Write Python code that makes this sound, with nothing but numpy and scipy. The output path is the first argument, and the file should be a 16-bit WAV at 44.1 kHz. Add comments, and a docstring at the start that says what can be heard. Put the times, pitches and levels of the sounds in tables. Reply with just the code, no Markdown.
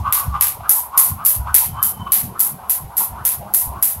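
"""Skipping rope on tiles

Someone skips in a bare, echoing room, about 3.5 turns a second. On each turn the rope whooshes
down with a rising pitch and cracks on the tiles; the shoes land with a soft thud.
A small microphone near the floor rings in the high treble and clips on the cracks."""
import sys
import numpy as np
from scipy import signal
from scipy.fft import rfft, irfft, next_fast_len
from scipy.io import wavfile
from scipy.ndimage import uniform_filter1d, map_coordinates

SR = 44100
rng = np.random.default_rng(int(sys.argv[2]) if len(sys.argv) > 2 else 0)


def master(y):
    """Save y as 16-bit WAV."""
    cut = np.clip(np.atleast_2d(y).T, -1, 1)
    pcm = np.round(cut * 32767)  # scale
    wavfile.write(sys.argv[1], SR, pcm.astype(np.int16))


N = 4 * SR

# Rope hitting the tiles. Each row: start in s, relative level in dB, contact decay in s, second
# contact's delay in s and gain in dB, midrange gain in dB, T60 of the crack in s.
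ROPE_HITS = [(0.1242, -1, 0.0004, .012, -8, 5, 0.55), (0.409, -0.5, 0.0011, 0.014, 0, 5, 0.53),
             (0.6922, 2.5, 0.00091, 0.0017, 2, -4.5, 0.56), (0.975, 4.5, 0.0011, 0.0032, -4, -2.5, 0.48),
             (1.2489, 2, 0.0075, 0.0096, 5, -3.5, 0.46), (1.542, 3.5, .0018, 0.0061, -4, 1.5, 0.49),
             (1.8268, -1.5, 0.0012, .012, -22, -4.5, 0.47), (2.1191, 0.5, 0.0013, 0.0027, -7, 2.5, 0.56),
             (2.3924, -1, 0.0069, 0.0095, 5, -4.5, .54), (2.6951, -3.5, 0.0071, .014, -8, 0, 0.55),
             (2.9672, -2.5, 0.0063, 0.01, 4.5, -1.5, 0.53), (3.2502, -1, 0.0011, 0.0062, -16, 1, 0.57),
             (3.537, 0.5, 0.0027, 0.0075, 2.5, -5, 0.56), (3.825, -0.5, 0.0012, 0.0057, -4, -2, 0.58)]
ROOM_BUILD_S = 0.0029
TIME_S = np.arange(N) / SR


def amp(db):
    """Decibels to gain."""
    return 10 ** (np.asarray(db) / 20)


def unit(x):
    """Scale to rms 1."""
    return x / np.sqrt(np.mean(x ** 2) + 1e-20)


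def log_interp(points, hz):
    """Interpolate (Hz, dB) points on a log frequency axis."""
    knot_hz, knot_db = np.transpose(points)
    return np.interp(np.log(hz + 1), np.log(knot_hz + 1), knot_db)


def add(out, start_s, x):
    """Mix x into out."""
    i = max(0, round(start_s * SR))
    out[i:i + len(x)] += x[:max(0, len(out) - i)]


def noise(spectrum):
    """Coloured noise of rms 1."""
    gain = amp(log_interp(spectrum, np.fft.rfftfreq(N, 1 / SR)))
    return unit(irfft(rfft(rng.standard_normal(N)) * gain, N))


def minimum_phase(gain):
    """Causal impulse response of a gain curve."""
    cepstrum = irfft(np.log(np.maximum(gain, 1e-6)))
    half = len(cepstrum) // 2
    cepstrum[1:half] *= 2
    cepstrum[half + 1:] = 0
    return irfft(np.exp(rfft(cepstrum)))[:half]


def wobble(rate_hz, size=N):
    """Smooth random curve, rate_hz knots a second."""
    return map_coordinates(rng.standard_normal(4000), [np.arange(size) * rate_hz / SR], mode="wrap")


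def fuzzy_tone(hz, width_hz):
    """Narrow noise around a moving pitch."""
    phase = 2 * np.pi * np.cumsum(hz) / SR
    return unit(wobble(width_hz) * np.cos(phase) + wobble(width_hz) * np.sin(phase))


def patchy(x, depth_db):
    """Random swells and dips, tens of ms long and about 200 Hz wide; rms 1."""
    bins = signal.stft(x, nperseg=1024)[2]
    field = uniform_filter1d(rng.standard_normal(bins.shape), size=5, axis=0)
    field = uniform_filter1d(field, size=5, axis=1)
    return unit(signal.istft(bins * amp(depth_db * unit(field)))[1][:N])


def room_echo(x, t60_s=0.48):
    """Diffuse echo at unit energy gain."""
    t = TIME_S[:SR // 2]
    tail = rng.standard_normal(len(t)) * amp(-60 * t / t60_s) * (1 - np.exp(-t / ROOM_BUILD_S))
    return signal.fftconvolve(x, tail / np.linalg.norm(tail))[:N]


def room_hiss():
    """The room's quiet, steady hiss."""
    # Each row: frequency in Hz, gain in dB.
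    hiss_spectrum = [(25, -16), (60, 7.5), (140, -2), (310, -11.5), (450, -16), (750, 5), (950, -14.5),
                     (1350, -19.5), (2000, -15), (3000, -20), (6000, -25), (9000, -24.5), (11800, -10),
                     (15600, -48)]
    return amp(-44.5) * noise(hiss_spectrum)


def whistle(start_hz=3103, sag_hz_per_s=110):
    """A faint, thin whistle comes and goes, sagging slightly."""
    # Each row: time in s, level in dB.
    levels = [(1.52, -58), (1.64, -54.5), (1.85, -43), (1.93, -59.5), (2.02, -42), (2.07, -50), (2.2, -57),
              (2.3, -75)]
    level_db = np.interp(TIME_S, *np.transpose(levels), left=-120)
    pitch_hz = start_hz - sag_hz_per_s * (TIME_S - levels[0][0])
    return amp(level_db) * fuzzy_tone(pitch_hz, width_hz=96)


def scuffs():
    """Shoes and clothes shuffle softly."""
    # Each row: time in s, level in dB.
    levels = [(0, -50), (1.5, -66), (1.901, -48.5), (2.302, -46), (2.7, -50.5), (3.101, -52.5),
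              (3.4, -47.5), (3.7, -50), (4, -57.5)]
    # Each row: frequency in Hz, gain in dB.
    scuff_spectrum = [(120, -25), (200, 13.5), (250, -11), (300, -2), (360, 2), (450, -0.5), (600, -7.5),
                      (1200, -32)]
    level_db = np.interp(TIME_S, *np.transpose(levels)) + 2.5 * wobble(16)
    return amp(level_db) * patchy(noise(scuff_spectrum), depth_db=3.5)


def landings(thud_rise_s=0.024, boom_hz=65.4, boom_t60_s=0.35, boom_rise_s=0.0033):
    """Soft soles pat and thud on the floor and set off the room's low boom."""
    # Each row: time in s, thud in dB, boom in dB, decay in s, pat in dB.
    footfalls = [(.002, -23, -22, 0.028, -42), (0.088, -31, -51, 0.025, -48), (0.278, -24, -15, 0.074, -42),
                 (0.597, -34, -33.5, 0.029, -60), (1.12, -28.5, -37, 0.057, -32.5),
                 (1.39, -25.5, -15, .05, -48), (1.507, -30, -22.5, 0.014, -58),
                 (1.689, -26, -35.5, 0.096, -66), (2.001, -31.5, -30, .04, -33.5),
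                 (2.249, -30.5, -35, .06, -29.5), (2.54, -46, -49, 0.031, -35.5),
                 (2.846, -30, -30, 0.032, -41), (3.12, -35.5, -26.5, .05, -41.5),
                 (3.22, -35.5, -35, 0.017, -62), (3.4, -33.5, -37, 0.048, -44),
                 (3.675, -28, -21, 0.036, -35), (3.791, -31, -39, 0.011, -51.5),
                 (3.986, -30.5, -41, 0.022, -44)]
    # Floor thud and sole pat. Each row: frequency in Hz, gain in dB.
    thud_spectrum = [(20, -6), (45, -12.5), (85, 11), (135, 6.5), (180, -6.5), (230, -10), (320, -26.5),
                     (600, -32), (2000, -38)]
    pat_spectrum = [(70, -39), (140, 2), (220, -2.5), (290, -15), (450, -36), (1500, -55)]
    thud, pat, boom = np.zeros((3, N))
    for land_s, thud_db, boom_db, decay_s, pat_db in footfalls:
        age_s = np.maximum(TIME_S - land_s, 0)
        press = np.exp(-age_s / decay_s - np.maximum(land_s - TIME_S, 0) / thud_rise_s)
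        thud += amp(thud_db) * press
        pat += amp(pat_db) * press
        ring = amp(boom_db - 60 * age_s / boom_t60_s) * (1 - np.exp(-age_s / boom_rise_s))
        boom += ring * np.sin(2 * np.pi * boom_hz * age_s)
    return thud * noise(thud_spectrum) + pat * noise(pat_spectrum) + boom


def rope_whirr(peak_after_s=0.092, sigma_s=0.018):
    """A soft whirr lasts all round the turn and swells as the rope comes back up."""
    # Each row: frequency in Hz, gain in dB.
    whirr_spectrum = [(300, -16.5), (550, -9), (750, 3.5), (1000, 11), (1200, -5), (1500, -7), (3000, -74)]
    upswing = sum(np.exp(-0.5 * ((TIME_S - hit[0] - peak_after_s) / sigma_s) ** 2) for hit in ROPE_HITS)
    level_db = -41 + 3 * upswing + 2.5 * wobble(21.83)
    return amp(level_db) * patchy(noise(whirr_spectrum), depth_db=4.5)


def rope_whoosh(waver=0.0469, lock_db=-24, rush_db=-16, echo_db=-2.5):
    """Each stretch of rope sheds eddies at a pitch that rises as it speeds down."""
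    # Each row: peak time in s, level in dB, pitch in Hz, Gaussian sigma in s, glide in octaves/s.
    swings = [(0.076, -20.5, 1154, 0.021, 1), (0.187, -27.5, 1129, 0.03, 0),
              (0.357, -19.5, 1146, 0.016, -1), (0.61, -28.5, 903, 0.0073, 12.5),
              (0.654, -27.5, 1220, .018, 3), (0.956, -24.5, 1111, .018, 1), (1.008, -27.5, 1083, 0.011, 0),
              (1.21, -30.5, 1164, 0.022, 4.5), (1.481, -24.5, 1153, 0.014, 16), (1.787, -29, 1180, 0.03, 4),
              (2.074, -24, 1131, 0.0061, 6), (2.363, -35, 1231, 0.018, 8.5), (2.595, -37, 851, .008, 3),
              (2.639, -37.5, 980.5, 0.03, 7), (2.933, -41.5, 1193, .02, 5.5),
              (3.016, -28.5, 1035, 0.013, 0), (3.173, -33, 1079, 0.029, 10), (3.434, -33, 761.7, 0.0181, 5),
              (3.481, -40, 1197, 0.018, 5.5), (3.754, -34, 1031, .03, 8.5)]
    # Slower and faster stretches of rope. Each row: pitch ratio, gain in dB.
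    stretches = [(.74, -4), (.88, 1), (1, 2.5), (1.141, -5), (1.3, -6.5)]
    # Broad rush of air. Each row: frequency in Hz, gain in dB.
    rush_spectrum = [(300, -26), (1000, 11), (1800, -4), (2800, -1), (4000, -12), (8000, -24.5)]
    peaks_s = np.transpose(swings)[0]
    nearest = np.searchsorted((peaks_s[1:] + peaks_s[:-1]) / 2, TIME_S)
    peak_s, level_db, peak_hz, sigma_s, octaves_per_s = np.transpose(swings)[:, nearest]
    offset_s = TIME_S - peak_s
    swell = amp(level_db) * np.exp(-0.5 * (offset_s / sigma_s) ** 2)
    pitch_hz = peak_hz * 2 ** (octaves_per_s * np.clip(offset_s, -2 * sigma_s, 2 * sigma_s))
    eddies = unit(sum(amp(db) * fuzzy_tone(pitch_hz * ratio, width_hz=130) for ratio, db in stretches))
    # A fast, loud swing locks into a clearer tone, equal to the eddies at lock_db.
    clear_tone = unit(np.sin(2 * np.pi * np.cumsum(pitch_hz * (1 + waver * wobble(160))) / SR))
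    purity = amp(0.52 * (level_db - lock_db))
    tones = (eddies + purity * clear_tone) / np.hypot(1, purity)
    whoosh = swell * (tones + amp(rush_db) * noise(rush_spectrum))
    return whoosh + amp(echo_db) * room_echo(whoosh)


def room_paths(t60_s, direct_db, direct_s=0.0013):
    """Energy arriving over time: direct sound, wall echoes, diffuse tail."""
    # Each row: delay in s, gain in dB.
    wall_echoes = [(.0117, -18.5), (.0185, -39.5), (0.029, -18), (.048, -25.5)]
    t = TIME_S[:SR // 2]
    energy = (amp(-60 * t / t60_s) * (1 - np.exp(-t / ROOM_BUILD_S))) ** 2
    energy /= energy.sum()
    for delay_s, gain_db in [(direct_s, direct_db)] + wall_echoes:
        energy[round(delay_s * SR)] += amp(gain_db) ** 2
    return energy


def tile_contact(t, decay_s, second_s, second_db, graze_db=-26.5, graze_s=0.0015):
    """The rope grazes the tiles and strikes twice; energy over time, sum 1."""
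    first = (t >= 0) * np.exp(-np.abs(t) / decay_s)
    second = (t >= second_s) * np.exp(-np.abs(t - second_s) / decay_s)
    graze = np.exp(-np.abs(t) / graze_s)
    energy = (first + amp(second_db) * second + amp(graze_db) * graze) ** 2
    return energy / energy.sum()


def expander(x, threshold_db=-20.5, depth_db=20, cut_db_per_db=1.61):
    """The microphone turns dying cracks down further below the threshold."""
    level_db = 10 * np.log10(np.abs(uniform_filter1d(x ** 2, size=900)) + 1e-12)
    return x * amp(np.clip(cut_db_per_db * (level_db - threshold_db), -depth_db, 0))


def rope_slaps(gain_db=30.5, lead_s=0.02, ripple_step_hz=537, spike_db=2, spike_decay_s=0.18):
    """Each hit on the tiles sends a treble crack and a longer midrange body round the room."""
    # Each row: frequency in Hz, gain in dB.
    crack_spectrum = [(2000, -48.5), (3500, -33.5), (5200, -25), (7500, -18), (9000, -12.5), (10400, -5),
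                      (11700, 1), (13000, -4.5), (15600, -15)]
    body_spectrum = [(150, -54), (400, -33), (1000, -30.5), (2000, -23), (3000, -26), (4500, -25.5),
                     (7000, -28), (15000, -67)]
    out = np.zeros(N)
    hz = np.fft.rfftfreq(2048, 1 / SR)
    t = TIME_S[:SR // 2] - lead_s
    for start_s, hit_db, decay_s, second_s, second_db, mid_db, t60_s in ROPE_HITS:
        ripple_db = 0.5 * map_coordinates(rng.standard_normal(100), [hz / ripple_step_hz], mode="wrap")
        crack = minimum_phase(amp(log_interp(crack_spectrum, hz) + ripple_db / 2))
        body = minimum_phase(amp(log_interp(body_spectrum, hz) + ripple_db))
        contact = tile_contact(t, decay_s, second_s, second_db)
        # The young echo is still made of separate reflections.
        spikes = amp(spike_db * np.exp(-np.abs(t) / spike_decay_s) * wobble(750, size=len(t)))
        bands = [(crack, hit_db, room_paths(t60_s, direct_db=-3)),
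                 (body, hit_db + mid_db + 1, room_paths(1.26 * t60_s, direct_db=-6))]
        for colour, band_db, paths in bands:
            envelope = np.sqrt(np.abs(signal.fftconvolve(contact, paths)[:len(t)]))
            burst = spikes * envelope * rng.standard_normal(len(t))
            add(out, start_s - lead_s, amp(gain_db + band_db) * signal.fftconvolve(burst, colour))
    return out


def scene():
    """Rope and feet over the room's hiss, mono."""
    rope = expander(rope_slaps()) + rope_whoosh() + rope_whirr()
    return (rope + landings() + scuffs() + whistle() + room_hiss())[None]


def record(dry):
    """The cracks overload the microphone; nothing is kept above its band limit."""
    clip_level, top_hz, oversample = 0.85, 15750, 4
    size = next_fast_len(N + SR // 4)
    upsampled = oversample * irfft(rfft(dry, size), oversample * size)
    clipped = np.clip(upsampled, -clip_level, clip_level)
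    hz = np.fft.rfftfreq(size, 1 / SR)
    spectrum = rfft(clipped)[:, :len(hz)] * (hz < top_hz) / oversample
    return irfft(spectrum, size)[:, :N]


dry = scene()
out = record(dry)
master(out)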